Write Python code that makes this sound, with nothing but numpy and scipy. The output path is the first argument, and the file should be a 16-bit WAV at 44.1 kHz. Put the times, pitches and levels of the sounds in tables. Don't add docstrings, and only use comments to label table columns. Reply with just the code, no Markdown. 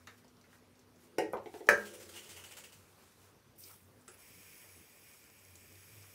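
import sys
import numpy as np
from scipy import signal
from scipy.fft import rfft, irfft, next_fast_len
from scipy.io import wavfile
from scipy.ndimage import uniform_filter1d

SR = 44100
rng = np.random.default_rng(int(sys.argv[2]) if len(sys.argv) > 2 else 0)


def waveform_to_disk(signal):
    frames = np.transpose(np.atleast_2d(signal))
    scaled = np.clip(frames, -1, 1) * 32767
    samples = np.round(scaled).astype(np.int16)
    wavfile.write(sys.argv[1], SR, samples)


def ratio_of_db(decibels):
    return 10 ** (np.asarray(decibels, float) / 20)


N = 270774
TIME = np.arange(N) / SR


def evened(x):
    return x / np.sqrt(np.mean(x ** 2) + 1e-20)


def read(points, hz):
    f, value = np.transpose(points)
    return np.interp(np.log(hz + 1), np.log(f + 1), value)


def add(mix, s, sound):
    part = mix[round(s * SR):][:len(sound)]
    part += sound[:len(part)]


def curve(rows, fade=0.014):
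    rows = np.array(rows)
    start, end = rows[0, 0], rows[-1, 0]
    inside = np.clip(np.minimum(TIME - start + fade, end + fade - TIME) / fade, 0, 1)
    return ratio_of_db(np.interp(TIME, rows[:, 0], rows[:, 1])) * inside


def gesture(start, db, rise, hold, t60):
    t = TIME - start
    return np.clip(t / rise, 0, 1) * ratio_of_db(db - 60 * np.maximum(t - rise - hold, 0) / t60)


def swells(rows, base_db=-200):
    power = sum(ratio_of_db(2 * db) * np.exp(-((TIME - s) / length) ** 2) for s, db, length in rows)
    return np.sqrt(ratio_of_db(2 * base_db) + power)


def noise(spectrum, patchy_db, flicker_db, size=256):
    frames, hz = 4 * N // size + 8, np.fft.rfftfreq(size, 1 / SR)
    a, b, patches = rng.standard_normal((frames, len(hz), 3)).T
    patches = uniform_filter1d(patches, size // 64, 0)
    patches = evened(uniform_filter1d(patches, 8192 // size, 1))
    flicker = evened(uniform_filter1d(rng.standard_normal(frames), size=4))
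    level_db = read(spectrum, hz)[:, None] + patchy_db * patches + flicker_db * flicker
    z = (a + 1j * b) * ratio_of_db(level_db)
    return evened(signal.istft(z, nperseg=size, noverlap=3 * size // 4)[1][:N])


def drone(hz, wander_hz):
    drift = uniform_filter1d(rng.standard_normal(N), size=3000)
    drift = evened(uniform_filter1d(drift, size=3000))
    return np.sqrt(2) * np.sin(2 * np.pi * np.cumsum(hz + wander_hz * drift) / SR)


def resonate(x, hz, width):
    turn = np.exp(2j * np.pi * np.cumsum(hz * np.ones(len(x))) / SR)
    r = np.exp(-np.pi * width / SR)
    return 2 * (turn * signal.lfilter([(1 - r) ** 2], [1, -2 * r, r * r], x / turn)).real


def resonances(peaks):
    size = next_fast_len(N)
    f = np.fft.rfftfreq(size, 1 / SR)
    shape = sum(ratio_of_db(db) / np.sqrt(width) / (1 + (2 * (f - hz) / width) ** 2) for hz, width, db in peaks)
    return evened(irfft(rfft(rng.standard_normal(size)) * shape, size)[:N])


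def click(spectrum):
    level_db = read(spectrum, abs(np.fft.fftfreq(4096, 1 / SR)))
    log_gain = np.maximum(level_db, -90) * np.log(10) / 20
    pulse = np.fft.ifft(np.exp(np.conj(signal.hilbert(log_gain)))).real[:2048]
    return pulse / np.linalg.norm(pulse)


# pitch_hz, t60_s
REVERBERATION = [(100, 0.43), (300, 0.36), (1000, 0.35), (2500, 0.27), (6000, 0.26), (15000, 0.17)]


def room(wet_db, lively=0.97, size=SR // 3, first=0.005):
    taps = np.zeros(size)
    at = np.arange(60, size - 20, 20)
    build_up = 1 - np.exp(-at / SR / 0.0035)
    taps[at + rng.integers(0, 20, len(at))] = rng.choice([-1., 1.], len(at)) * build_up
    hz, t, z = signal.stft(taps, SR, nperseg=256)
    decay = ratio_of_db(-60 * t / (lively * read(REVERBERATION, hz)[:, None]))
    tail = signal.istft(z * decay, SR, nperseg=256)[1]
    tail *= ratio_of_db(wet_db) / np.linalg.norm(tail)
    tail[0] += 1
    tail[round(first * SR)] += .4
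    return tail


# pitch_hz, density_db (per Hz)
TONE_COLOUR = [(18, -47), (30, -17), (100, -3.5), (343, -7.5), (434, -6), (752, -14.5), (1090, -14.5),
               (4020, -24), (5800, -23.5), (7540, -29.5), (8370, -26.5), (14100, -29.5), (15700, -33.5)]
# middle_s, level_db, length_s
HUM_SWELLS = [(.07, -66, .07), (.48, -76, .1), (.68, -72, 0.063), (.9, -74, .08), (1.37, -67, 0.051),
              (1.87, -72, 0.043), (2.09, -66, 0.08), (2.37, -65.5, 0.078), (2.79, -69.5, 0.042),
              (3.26, -68, 0.048), (3.66, -71, 0.061), (3.86, -66, 0.048), (4.38, -73.5, .08),
              (4.75, -67, .06), (5.53, -65, 0.075), (5.77, -63.5, 0.064), (5.98, -59.5, 0.056),
              (6.08, -66.5, 0.046)]
# start_s, level_db, rise_s, hold_s, t60_s
WHINE_RUNS = [
    (-.05, -71.5, .05, 1.13, .3),
    (3.93, -70.5, 0.07, .06, .3),
]


def room_tone():
    hum = drone(96, 4.8) * swells(HUM_SWELLS, base_db=-78)
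    whine = drone(247, 2.8) * sum(gesture(*row) for row in WHINE_RUNS)
    return ratio_of_db(-66) * noise(TONE_COLOUR, 1.73, 0.29, size=1024) + hum + whine


# middle_s, level_db, length_s
RUBS = [(.02, -75, .04), (.12, -71, 0.05), (.19, -67, 0.016), (.545, -68, 0.034), (.8, -77, 0.025),
        (1.04, -66.5, 0.035), (1.48, -69.5, 0.036), (1.57, -61.5, .04), (1.66, -67, 0.031),
        (1.8, -58, 0.065), (2.78, -66.5, 0.081), (2.9, -69, 0.034), (3.05, -66.5, 0.11),
        (3.24, -66.5, 0.055), (3.34, -76.5, 0.081), (4.033, -78.5, 0.039)]
# pitch_hz, density_db (per Hz)
CLOTH_COLOUR = [(470, -34), (800, 1.5), (1450, 3), (2040, -7.5), (2140, 1.5), (3110, -4), (8110, -3.5),
                (15700, -7.5)]


def rustle():
    return noise(CLOTH_COLOUR, 1.0, 0.97) * swells(RUBS)


# start_s, level_db, rise_s, hold_s, t60_s
DESK_ROCKING = [
    (0.904, -63.5, 0.3, .03, .2),
    (1.72, -51.5, 0.054, 0.036, 2.1),
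    (2.3, -77.5, .2, 0.29, .5),
]
# start_s, level_db, rise_s, hold_s, t60_s
DESK_THUD = (5.5, -65, 0.5, -0.1, 1)


def desk():
    panel = resonances([(350.4, 37, 4.0), (421.0, 25, 2.5), (500.0, 35, 0), (571, 27, -1.5), (214.6, 20, -2.5)])
    cavity = resonances([(75.4, 25, -5), (141, 35, 5)])
    rocking = panel * sum(gesture(*row) for row in DESK_ROCKING)
    return rocking + cavity * gesture(*DESK_THUD) * ratio_of_db(-3)


# start_s, peak_db, pitch_hz, body_db (re peak), body_hz
LIGHT_TICKS = [(0.0718, -52.5, 6500, 6.5, 1640), (0.2453, -65, 5380, 3, 800), (0.2804, -63, 6000, -22, 404),
               (0.369, -69, 5270, 5, 1100), (0.4125, -60.5, 5700, -7, 900), (0.53, -66.5, 5770, 9, 1860),
               (0.793, -60.5, 5800, -4, 520), (1.3285, -54, 10500, -8.5, 6000),
               (1.329, -56, 14000, -20, 2400), (1.6685, -54, 5800, -7, 9000), (.755, -66, 5300, -8, 600),
               (3.5603, -65, 10200, -23, 612), (3.6381, -48.5, 5850, -9.5, 401),
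               (3.6617, -51, 13500, -16, 406), (3.8416, -65, 7100, -16, 522), (4.011, -66, 8200, -22, 570),
               (4.1428, -59, 13700, -3, 2220), (4.181, -63, 7400, -15.5, 2430),
               (5.3897, -59, 8100, -27, 431), (5.5548, -51, 7200, -17.5, 460),
               (5.6096, -59, 7860, -6, 1984), (6.024, -59, 6500, -5, 4700), (6.04, -71, 6000, 9, 1250)]
# start_s, peak_db, pitch_hz, body_db (re peak), body_hz
ROOMIER_TICKS = [
    (.072, -51, 3300, 1, 1860),
    (.44, -69.5, 5600, 8.5, 1800),
    (.96, -66, 5640, -4, 600),
    (4.0805, -48.5, 8000, -9, 2400),
    (4.078, -59.5, 3000, 5, 1350),
    (4.086, -62.5, 5000, 7, 470),
    (4.76, -58, 8400, -20, 2200),
    (5.14, -63, 7500, -4, 1410),
]


def ticks():
    out, t = np.zeros(N), np.arange(1500) / SR
    for k, (s, db, hz, body_db, body_hz) in enumerate(LIGHT_TICKS + ROOMIER_TICKS):
        wet_db = -4 if k < len(LIGHT_TICKS) else -0.5
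        a, b = rng.standard_normal((2, len(t)))
        snap = evened(resonate(a, hz, 3200) + 0.11 * a) * np.exp(-t / 0.0024)
        body = evened(resonate(b, body_hz, 0.54 * body_hz + 200)) * np.exp(-t / 0.0084)
        knock = snap + ratio_of_db(body_db - 3.0) * body
        add(out, s, ratio_of_db(db + 1.5) * signal.fftconvolve(knock, room(wet_db, 0.76, size=SR // 6)))
    return out


# start_s, peak_db
DESK_BLOWS = [
    (1.183, -18),
    (1.3336, -24),
    (1.370, -38),
    (1.4589, -37),
    (1.5404, -37.5),
    (1.606, -38),
    (1.671, -39),
    (1.6885, -6),
]
STRUCK_OBJECT = [0, 1, 2, 2, 2, 2, 2, 3]
# pitch_hz, density_db (per Hz)
CRACK_COLOURS = [
    [(35, -77), (60, -52), (181, -13), (276, -27), (310, -7), (357, -7), (460, -5), (642, -14),
     (892, -16.5), (1210, -34), (1940, -18), (2450, -28), (3900, -36), (5600, -33), (11000, -40),
     (14900, -53), (16400, -66)],
    [(35, -56), (60, -29), (96, -17.5), (177, -23.5), (218, -12), (300, -23.5), (402, -1.5), (452, -15.5),
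     (520, 3), (642, -9.5), (1330, -10), (1800, -24), (3320, -42), (10200, -62), (16400, -62)],
    [(59, -47), (100, -19.5), (260, -21.5), (380, 2.5), (621, -16), (768, -7), (1230, -31), (2000, -19),
     (3780, -29.5), (7450, -39), (8280, -45.5), (16000, -52.5)],
    [(29, -46), (50, -24.5), (152, -26), (199, -14), (254, -24.5), (360, -8), (500, -4.5), (737, -21),
     (811, -20), (1000, -18), (1600, 0), (2500, -15), (3500, -32), (6210, -22.5), (13800, -35.5),
     (16400, -56)],
]
# pitch_hz, level_db, t60_s
MODES = [
    [(196.8, -13.5, 0.29), (318, -14, 0.25), (373, -4, .12), (431, -4, 0.49), (493, -5, .22),
     (630, -10, .15), (568, -3, 0.25), (742, 3, 0.12), (863, 3, 0.08), (1513, 0, 0.058), (1880, -10.5, 0.3),
     (2200, -7, 0.068), (2790, -10, 0.13), (5614, -3, 0.038), (6450, -19, .025), (4940, -22, .12),
     (7200, -24, .02)],
    [(216.5, -15.5, 0.41), (397.3, -12, 0.25), (358, -11, .15), (543.7, 6, 0.11), (600, -6, 0.18),
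     (809, -15.5, 0.15), (923, -6, 0.15), (1090, -6, .08), (1250, -3, 0.07), (1550, -9, 0.05),
     (2350, -11.5, 0.065)],
    [(345, 3, 0.22), (426, 0, 0.12), (699, -8.5, 0.15), (900, -6, 0.11), (550, -12, 0.15),
     (2100, -20, .015), (4400, -26, .012)],
    [(206, -21, 0.69), (390.3, -14, .25), (440, -9.5, 0.27), (497, -2, 0.3), (576.6, -3, 0.28),
     (712, -10, 0.35), (938, -11, .25), (1312, -7.5, .25), (1422, -11.5, .2), (1732, 21.5, 0.013),
     (2283, 10, 0.0166), (1533, -8, 0.3), (1610, -5, .33), (1780, -9, .28), (2550, -20, 0.11),
     (5020, -19, 0.1), (6335, -13, 0.066)],
]
CORNER = [0.94, .75, 0.67, .9]
# ring_share, snap_db, room_db, contact_s, ring_swell_s, wall_echo_s, ring_room_db
OBJECT_ANSWER = [
    (.7, -15, 1.5, 0.0016, 0.0011, .0068, -11),
    (.7, -40, 3, 0.001, 0.0013, 0.0041, -8.5),
    (.9, -40.5, 0.5, .001, 0.0028, .0046, -11.5),
    (1.6, -14, 1.5, 0.00092, 0.00065, .0048, -11),
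]


def blows():
    out, t = np.zeros(N), np.arange(SR // 2) / SR
    for (s, db), k in zip(DESK_BLOWS, STRUCK_OBJECT):
        share, snap_db, wet_db, contact, swell, echo, ring_wet_db = OBJECT_ANSWER[k]
        ring = sum(ratio_of_db(level - 60 * t / (t60 * CORNER[k])) * np.sin(2 * np.pi * hz * t)
                   for hz, level, t60 in MODES[k])
        ring *= 1 - np.exp(-(t / swell) ** 2)
        scrape, snap = rng.standard_normal((2, 600))
        touch = 0.27 * np.exp(-((t[:600] - .0005) / .00005) ** 2)
        uneven_contact = 0.34 * scrape * t[:600] / contact * np.exp(-t[:600] / contact)
        scrape = signal.fftconvolve(click(CRACK_COLOURS[k]), uneven_contact + touch)
        crack = signal.fftconvolve(scrape, room(wet_db, CORNER[k], size=SR // 2, first=echo))[:len(t)]
        ring = signal.fftconvolve(ring, room(ring_wet_db, first=echo))[:len(t)]
        snap = np.diff(snap) * np.exp(-t[:599] / 0.0035)
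        snap = signal.fftconvolve(snap, room(-5.0, first=echo))
        both = crack / abs(crack).max() + share * ring / abs(ring).max()
        add(both, 0, ratio_of_db(snap_db) * snap / abs(snap).max())
        add(out, s, ratio_of_db(db) * both / abs(both).max())
    return out


# start_s, peak_db, wall_ring_db (re peak), landing_hz
THROWS = [(1.8482, -46, -14, 3100), (1.8622, -56, -1, 3080), (1.934, -49, -20, 2290),
          (1.9979, -47, -31, 2850), (2.086, -49.5, -26, 3290), (2.135, -49.5, -6, 3280),
          (2.1592, -45, -4, 2870), (2.182, -59, 2, 2873), (2.2294, -50, -15, 2850), (2.2568, -60, 2, 3040),
          (2.290, -45, -17, 3070), (2.311, -55, -5.5, 3120), (2.3624, -48, -5, 2930), (2.374, -57, 0, 2030),
          (2.437, -47.5, -5, 2840), (2.509, -48, -6.5, 2400), (2.567, -45, -20, 2820),
          (2.5766, -57, -7, 2900), (2.637, -48.5, -5, 2650), (2.721, -52.5, -10, 2580)]
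# pitch_hz, density_db (per Hz)
SPLASH_COLOUR = [(350, -26), (600, 5.5), (651, -12), (916, -0.5), (1020, -7), (2930, -3.5), (3740, -7),
                 (7930, -4.5), (14300, -12), (15700, -10)]
# pitch_hz, width_hz, level_db
CAN_WALL = [(2060, 560, -5), (2700, 590, -2), (2950, 270, -1), (3300, 400, -6)]
# start_s, level_db, rise_s, hold_s, t60_s
CHURNING = (1.76, -60.5, 0.01, 0.77, 0.6)


def shaking():
    splash, wall, spot = np.zeros((3, N))
    t = np.arange(SR // 3) / SR
    hold_s = 0.013
    for s, db, ring_db, hz in THROWS:
        since = s - THROWS[0][0]
        rise, t60 = .005 * np.exp(-since / .4), 0.34 * np.exp(-since / 2.8)
        shape = (1 - np.exp(-t / rise)) * ratio_of_db(db - 5.5 - 60 * np.maximum(t - hold_s, 0) / t60)
        add(splash, s, shape ** 2)
        add(wall, s, (ratio_of_db(ring_db - 0.5) * shape) ** 2)
        landing = evened(resonate(rng.standard_normal(len(t)), hz, 300))
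        add(spot, s, ratio_of_db(ring_db + 3.0 - 60 * t / 0.15) * shape * landing)
    liquid = np.sqrt(splash + gesture(*CHURNING) ** 2) * noise(SPLASH_COLOUR, 1.7, 1.1)
    return liquid + np.sqrt(wall) * resonances(CAN_WALL) + spot


# start_s, level_db, rise_s, hold_s, t60_s
SPURT_STAGES = [
    (3.55, -74, .012, 0.019, 0.11),
    (3.576, -56, .012, 0.0056, 0.22),
    (3.585, -59, 0.018, 0.11, 0.43),
    (3.78, -77.5, 0.061, .25, .2),
]
# pitch_hz, density_db (per Hz)
GAS_COLOUR = [(290, -37), (500, -14), (916, 4.5), (985, -18), (1190, 4.5), (1700, -10), (2240, -3.5),
              (4350, -11), (14200, -10), (15700, -7.5)]
# pitch_hz, width_hz, level_db
VALVE_PASSAGES = [(2280, 500, -9), (5500, 900, -3), (8500, 800, -0.5), (10000, 1100, -3),
                  (14000, 1900, 5.5)]
# time_s, edge_hz
FOAM_FILLING = [
    (3.595, 8500),
    (3.62, 3500),
    (3.67, 2490),
    (3.7, 790),
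    (3.76, 1300),
    (3.82, 5000),
]


def spurt():
    gas = noise(GAS_COLOUR, 2.0, 1.3) + ratio_of_db(-2.5) * resonances(VALVE_PASSAGES)
    hz, t, z = signal.stft(gas, SR, nperseg=256)
    edge_hz = np.interp(t, *np.transpose(FOAM_FILLING))
    z /= np.sqrt(1 + (edge_hz / (hz[:, None] + 1)) ** 4)
    flow = np.sqrt(sum(gesture(*row) ** 2 for row in SPURT_STAGES))
    return signal.istft(z, SR, nperseg=256)[1][:N] * ratio_of_db(1.5) * flow


# start_s, peak_db, pitch_hz
BUBBLE_POPS = [(3.587, -50, 13500), (3.594, -46, 14000), (3.606, -43, 13500), (3.622, -50, 13500),
               (3.684, -46, 8500), (3.716, -52, 9000), (3.739, -52, 11000), (3.761, -50, 9500),
               (3.815, -57, 13500), (3.831, -57, 12500), (4.192, -56, 9000), (4.205, -55, 5500),
               (4.223, -58, 6000), (4.431, -51, 6500), (4.553, -52, 7900), (4.689, -50, 8000),
               (5.135, -50, 7500), (5.172, -54, 8000), (5.24, -51, 6500), (5.30, -53, 6500),
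               (5.45, -51, 7500), (5.484, -54, 8000), (5.555, -46, 7200), (5.57, -53, 6800),
               (5.679, -52, 7500), (5.725, -51, 7000), (5.755, -52, 5000), (5.789, -55, 7500),
               (5.831, -52, 8000), (5.953, -51, 7000), (5.983, -53, 8200), (6.12, -54, 11000)]


def pops():
    out, t = np.zeros(N), np.arange(300) / SR
    peak_s = .0009
    shape = t / peak_s * np.exp(1 - t / peak_s) / 2
    for (s, db, hz), grain in zip(BUBBLE_POPS, rng.standard_normal((len(BUBBLE_POPS), len(t)))):
        add(out, s, ratio_of_db(db - 2.5) * evened(resonate(grain, hz, .6 * hz)) * shape)
    return out


# time_s, flow_db
SPRAY_FLOW = [(4.12, -63.5), (4.16, -70), (4.2, -61), (4.58, -58), (4.87, -63.5), (5.1, -61), (5.32, -64.5),
              (5.93, -60), (6.14, -60.5)]
# pitch_hz, density_db (per Hz)
JET_COLOUR = [(350, -45), (600, -18), (1660, -6), (2370, 0), (2720, -4), (4370, -14.5), (4810, -4.5),
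              (7240, -7), (7850, -7.5), (9370, -8), (10700, -7), (11500, -7.5), (15500, -4)]
# pitch_hz, width_hz, level_db
SPOUT_PIPE = [(4800, 300, -7), (5520, 350, 0.5), (6550, 240, -2), (6880, 180, -9), (8000, 350, 3.5),
              (8500, 180, -3), (8950, 130, -6), (12800, 900, 3.5), (14300, 1800, 4.5)]
# pitch_hz, width_hz, level_db
NOZZLE_HOLLOW = [(1800, 37, 1.5), (2280, 270, 7.5), (2430, 100, 6), (2960, 1300, 8)]
# start_s, level_db, rise_s, hold_s, t60_s
NOZZLE_HOLDING = (4.13, -62, 1, 0.3, .3)
# time_s, pitch_hz
WHISTLE_PITCH = [(3.62, 10700), (4.3, 10500), (5.01, 10430), (5.04, 10750), (5.85, 10720), (6.14, 10700)]
# start_s, level_db, rise_s, hold_s, t60_s
VALVE_LEAK = [
    (3.68, -68, .07, .02, .3),
    (3.9, -78.5, .15, .05, .3),
    (4.075, -69, .005, .05, .2),
]


def spray():
    jet = noise(JET_COLOUR, 1.1, .7, size=512)
    jet = jet + ratio_of_db(-4.0) * resonances(SPOUT_PIPE)
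    jet = evened(jet + 0.061 * np.roll(jet, 131) + 0.86 * np.roll(uniform_filter1d(jet, size=5), 310))
    burst = (rng.random(N) < 150 / SR) * ratio_of_db(2.7 * np.minimum(rng.exponential(1, N), 3))
    t = np.arange(200) / SR
    fizz = signal.oaconvolve(burst, np.sin(2 * np.pi * 7000 * t) * np.exp(-t / 0.00013))[:N]
    whistle_hz = np.interp(TIME, *np.transpose(WHISTLE_PITCH))
    whistle = evened(resonate(rng.standard_normal(N), whistle_hz, 380))
    whistle = whistle * ratio_of_db(1.6 * evened(uniform_filter1d(rng.standard_normal(N), size=1500)))
    flow = curve(SPRAY_FLOW)
    hiss = flow * (jet + 0.94 * fizz + whistle * ratio_of_db(-10))
    hollow = resonances(NOZZLE_HOLLOW) * ratio_of_db(-10) * np.maximum(flow, gesture(*NOZZLE_HOLDING))
    leak = whistle * ratio_of_db(-3.0) * sum(gesture(*row) for row in VALVE_LEAK)
    return hiss + hollow + leak


def scene():
    background = room_tone() + rustle() + desk()
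    return (background + ticks() + blows() + shaking() + spurt() + pops() + spray())[None]


def roll_off(x):
    return signal.sosfilt(signal.butter(12, 16530, fs=SR, output="sos"), x)


def record(dry):
    x = signal.sosfilt(signal.butter(4, 48, "high", fs=SR, output="sos"), dry)
    lowpass = signal.firwin(1601, 15740, window=("kaiser", 9), fs=SR)
    low = signal.oaconvolve(x, lowpass[None], "same")
    attack = uniform_filter1d(abs(x), 300) > .03
    mix = low + .3 * (x - low) * uniform_filter1d(attack * 1., size=200)
    return roll_off(mix)


dry = scene()
out = record(dry)
waveform_to_disk(out)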